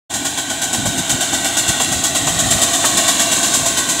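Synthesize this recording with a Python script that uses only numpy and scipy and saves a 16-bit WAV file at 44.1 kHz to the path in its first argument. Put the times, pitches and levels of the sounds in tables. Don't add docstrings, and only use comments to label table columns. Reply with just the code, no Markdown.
import sys
import numpy as np
from scipy import signal
from scipy.fft import rfft, irfft
from scipy.io import wavfile
from scipy.ndimage import map_coordinates

SR = 44100
rng = np.random.default_rng(int(sys.argv[2]) if len(sys.argv) > 2 else 0)


def inscribe(sig):
    pcm = np.round(np.clip(np.atleast_2d(sig).T, -1, 1) * 32767)
    wavfile.write(sys.argv[1], SR, pcm.astype(np.int16))


N = 176400
TIME = np.arange(N) / SR
FREQS = np.fft.rfftfreq(N, 1 / SR)

# (frequency [Hz], correlation [0-1])
LORRY_COHERENCE = [(30, .98), (120, 1), (280, 1), (480, 0.98), (700, .99), (1200, 1), (2500, 0.98),
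                   (5000, 0.94), (8000, 0.99), (10500, 1), (13000, .999)]
# (frequency [Hz], correlation [0-1])
WIND_COHERENCE = [(30, .92), (70, .8), (120, .5), (220, .3), (500, .2)]
# (frequency [Hz], spectral level [dB])
WIND_SPECTRUM = [(20, -36), (32, -20), (50, -11.5), (95, -1.5), (160, -2.5), (240, -6.5), (400, -20),
                 (2000, -60), (16000, -90)]
# (time [s], level [dB], standard deviation [s])
GUSTS = [(0.795, -23, 0.013), (0.869, -22.5, 0.033), (0.99, -23.5, 0.017), (1.137, -23, 0.017),
         (1.356, -31, .025), (1.697, -18.5, 0.011), (1.96, -27.5, 0.058), (2.32, -27.5, 0.088),
         (2.473, -22.5, 0.037), (2.56, -21.5, 0.021), (2.977, -30, 0.011), (3.63, -30, 0.019)]
# (delay [s], gain [dB])
REFLECTIONS = [(.0062, -19), (0.0146, -21), (.046, -16)]
# (frequency [Hz], gain [dB])
ROAD_REFLECTANCE = [(200, -15.5), (1300, -7), (3500, -11.5), (7500, -13), (16000, -17)]
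# (frequency [Hz], spectral level [dB])
ROLLING_SPECTRUM = [(20, -40), (40, -14), (62, -7.5), (105, 1.5), (190, -5), (290, 2.5), (400, -8),
                    (600, -23), (2000, -21.5), (16000, -70)]
# (time [s], level [dB])
ROLLING_ENVELOPE = [(.1, -35), (1.4, -33), (2.3, -30.5), (3.2, -31.5), (4, -31.5)]
# (time [s], level [dB])
GRIT_SNAPS = [(.590, -14), (.597, -17), (1.8474, 4)]
# (time [s], level [dB])
TONE_ENVELOPE = [(.1, -38.5), (1.9, -38.5), (2.3, -34), (2.7, -30), (3.1, -32.5), (3.55, -31), (4, -36.5)]
# (time [s], level [dB])
CHASSIS_THUMPS = [(.19, -28.5), (0.745, -23), (0.945, -24.5), (1.137, -22), (1.334, -28), (1.906, -24),
                  (2.485, -28), (2.61, -27), (2.949, -20), (3.08, -39), (3.319, -37), (3.423, -30),
                  (3.57, -26.5), (3.883, -27.5)]
# (time [s], level [dB], frequency [Hz], width [Hz])
DRIVE_KNOCKS = [(0.855, -21, 730, 200), (1.33, -22, 760, 200), (1.802, -23.5, 696, 300),
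                (2.271, -20.5, 740, 350), (2.84, -14, 1030, 600), (3.655, -22.5, 740, 300)]
# (frequency [Hz], width [Hz], level [dB])
CHIMNEY_MODES = [(270.6, 51, -2), (676, 103, -5), (764, 80, -3.5), (1081, 72, -4), (1521.5, 68, -2),
                 (1895, 72, -3.5), (2305, 134, -8), (2754, 65, -5), (2900, 33, -9), (3092, 42, -5),
                 (3327, 74, -2), (3602, 50, -1), (3870, 150, -4)]
# (frequency [Hz], spectral level [dB])
RUSH_SPECTRUM = [(400, -15), (900, -6), (1300, -13), (2500, -9.5), (3300, -13), (3950, 0), (4500, -6.5),
                 (5500, -9.5), (6500, -1.5), (7600, 2), (8400, -5), (9500, -6.5), (10400, -11.5),
                 (12500, -18), (13200, -19.5), (16000, -21)]
# (time [s], nozzle level [dB], chimney level [dB])
RUSH_ENVELOPE = [(.1, -25.5, -28.5), (.6, -24, -27), (1.2, -21.5, -25), (1.7, -20, -23), (2, -21, -25.5),
                 (2.6, -18, -23), (3.1, -16.5, -21.5), (3.55, -17.5, -24), (4, -20.5, -25)]
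# (frequency [Hz], spectral level [dB])
PUFF_SPECTRUM = [(500, -52), (2400, -19), (3200, -14), (3950, -7.5), (4450, -9), (5500, -9.5), (6500, -3),
                 (7650, 2), (8300, -6.5), (9500, -5), (10300, -13.5), (12600, -14), (13000, -20),
                 (16000, -22)]
# (frequency [Hz], width [Hz], lift [dB])
STEAM_RESONANCES = [(5260, 97, 5), (5680, 25, 6.5), (6070, 38, 9), (6180, 36, 4.5), (6550, 93, 5),
                    (7000, 70, 4), (7520, 81, 2.5), (7880, 140, 2.5), (8410, 90, 6), (9400, 120, 0.5)]
# (time [s], nozzle level [dB], chimney level [dB])
EXHAUST_BEATS = [(0.137, -17, -23.6), (0.249, -17.5, -19.5), (0.373, -18.5, -21), (0.497, -20, -21.5),
                 (0.616, -14, -21), (0.729, -16, -19.5), (0.853, -16.5, -25), (0.974, -18.5, -24),
                 (1.093, -12.6, -19), (1.206, -13.5, -18), (1.328, -15.5, -19.5), (1.444, -15, -19),
                 (1.566, -12, -19.5), (1.677, -14, -18.5), (1.797, -14.5, -17.5), (1.917, -15.5, -19.5),
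                 (2.036, -11.3, -19), (2.148, -13, -17), (2.268, -14.5, -19.5), (2.387, -14, -18.5),
                 (2.505, -10.1, -16.5), (2.615, -11, -16), (2.732, -12.5, -18), (2.847, -11.8, -21),
                 (2.97, -11, -16), (3.078, -11, -15.5), (3.193, -12.5, -16), (3.313, -13.5, -17.5),
                 (3.428, -12.5, -17), (3.537, -11.5, -18.5), (3.657, -13.5, -25), (3.77, -14, -18),
                 (3.887, -13.5, -21.2), (3.993, -15, -17)]

BEAT_ATTACK_S, BEAT_HOLD_S = 0.0042, 0.021
START_DISTANCE_M, SPEED_M_PER_S, SOUND_M_PER_S = 12.75, 1.3, 343
CHIMNEY_HEIGHT_M, MIC_HEIGHT_M = 1.624, 1.6


def amp(db):
    return 10 ** (np.asarray(db) / 20)


def unit(x):
    return x / np.sqrt(np.mean(x ** 2) + 1e-20)


def spectrum(points):
    hz, value = np.transpose(points)
    return np.interp(np.log(FREQS + 1), np.log(hz + 1), value)


def curve(rows, column=1):
    rows = np.array(rows)
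    return np.interp(TIME, rows[:, 0], rows[:, column])


def wobble(rate_hz):
    return unit(irfft(rfft(rng.standard_normal(N)) * np.exp(-(FREQS / rate_hz) ** 2), N))


def noise(gain, coherence=LORRY_COHERENCE):
    same = np.clip(spectrum(coherence), -1, 1)
    mid, side = rfft(rng.standard_normal((2, N))) * np.sqrt([1 + same, 1 - same]) * gain
    return unit(irfft(np.array([mid + side, mid - side]), N))


def resonance(centre_hz, width_hz):
    detuning = (FREQS - centre_hz ** 2 / (FREQS + 1)) / (1.6 * width_hz)
    return noise((1 + detuning ** 2) ** -.75)


def burst(start, attack_s, hold_s, decay_s):
    age = TIME - start
    return np.clip(age / attack_s, 0, 1) ** 0.5 * np.exp(-np.maximum(age - hold_s, 0) / decay_s)


def wind():
    gusts = sum(amp(db) * np.exp(-.5 * ((TIME - s) / sigma) ** 2) for s, db, sigma in GUSTS)
    return gusts * noise(amp(spectrum(WIND_SPECTRUM)), WIND_COHERENCE)


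def street(x, tail_db=-29, t60_s=0.28):
    echoes = sum(amp(db) * np.pad(x, ((0, 0), (round(s * SR), 0)))[:, :N] for s, db in REFLECTIONS)
    tail = rng.standard_normal((2, SR)) * amp(-60 * TIME[:SR] / t60_s)
    tail = signal.lfilter(*signal.butter(1, 6000, fs=SR), tail)
    reverberation = signal.fftconvolve(x, tail / np.linalg.norm(tail[0]), axes=1)[:, :N]
    return x + echoes + amp(tail_db) * reverberation


def road_reflection(x):
    distance = START_DISTANCE_M - SPEED_M_PER_S * TIME
    lag = 2 * CHIMNEY_HEIGHT_M * MIC_HEIGHT_M / distance / SOUND_M_PER_S
    bounce = irfft(rfft(x) * amp(spectrum(ROAD_REFLECTANCE)), N)
    return x + np.array([map_coordinates(side, [(TIME - lag) * SR], order=3) for side in bounce])


def wheels():
    rumble = noise(amp(spectrum(ROLLING_SPECTRUM)))
    return rumble * amp(curve(ROLLING_ENVELOPE) + 1.2 * wobble(rate_hz=36))


def grit(start, hz=7800, decay_s=.00022):
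    age = np.maximum(TIME - start, 0)
    return np.sin(2 * np.pi * hz * age) * np.exp(-age / decay_s)


def narrow_tone():
    return amp(curve(TONE_ENVELOPE)) * resonance(centre_hz=681.2, width_hz=20)


def chassis():
    impacts = sum(amp(db) * burst(s, 0.0035, 0.011, decay_s=0.028) for s, db in CHASSIS_THUMPS)
    return impacts * resonance(centre_hz=261, width_hz=32.4)


def drive():
    return sum(amp(db) * burst(s, 0.0018, 0.0098, decay_s=0.0088) * resonance(hz, width)
               for s, db, hz, width in DRIVE_KNOCKS)


def chimney():
    beat_power = sum((amp(db - 2) * burst(s, BEAT_ATTACK_S, BEAT_HOLD_S, decay_s=0.015)) ** 2
                     for s, _, db in EXHAUST_BEATS)
    rush_power = amp(curve(RUSH_ENVELOPE, column=2)) ** 2
    modes = sum(amp(db) * resonance(hz, width) for hz, width, db in CHIMNEY_MODES)
    return amp(-.5) * unit(modes) * np.sqrt(beat_power + rush_power)


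def steam(points):
    lift_db = sum(db / (1 + (2 * (FREQS - hz) / width) ** 2) for hz, width, db in STEAM_RESONANCES)
    return noise(amp(spectrum(points) + lift_db))


def nozzle():
    beat_power = sum((amp(db) * burst(s, BEAT_ATTACK_S, BEAT_HOLD_S, decay_s=0.029)) ** 2
                     for s, db, _ in EXHAUST_BEATS)
    puffs = np.sqrt(beat_power) * steam(PUFF_SPECTRUM)
    rush = amp(curve(RUSH_ENVELOPE)) * steam(RUSH_SPECTRUM)
    sputter_db = 0.64 * wobble(rate_hz=18) + 0.41 * wobble(rate_hz=2700)
    return (puffs + rush) * amp(sputter_db - 2.27)


def scene():
    exhaust = road_reflection(nozzle() + chimney())
    snaps = sum(amp(db) * grit(s) for s, db in GRIT_SNAPS)
    running = wheels() + chassis() + drive() + snaps + narrow_tone()
    return street(exhaust + running) + wind()


def record(dry):
    start_s, fade_s, ceiling = .095, 0.014, .92
    low_cut_hz, high_cut_hz = 30, 15750
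    opened = dry * np.clip((TIME - start_s) / fade_s, 0, 1)
    thinned = signal.sosfilt(signal.butter(4, low_cut_hz, "highpass", fs=SR, output="sos"), opened)
    rounded = thinned / (1 + (thinned / ceiling) ** 8) ** (1 / 8)
    lowpass = signal.firwin(1023, high_cut_hz, window=("kaiser", 9), fs=SR)
    return signal.oaconvolve(rounded, lowpass[None], "same")


dry = scene()
out = record(dry)
inscribe(out)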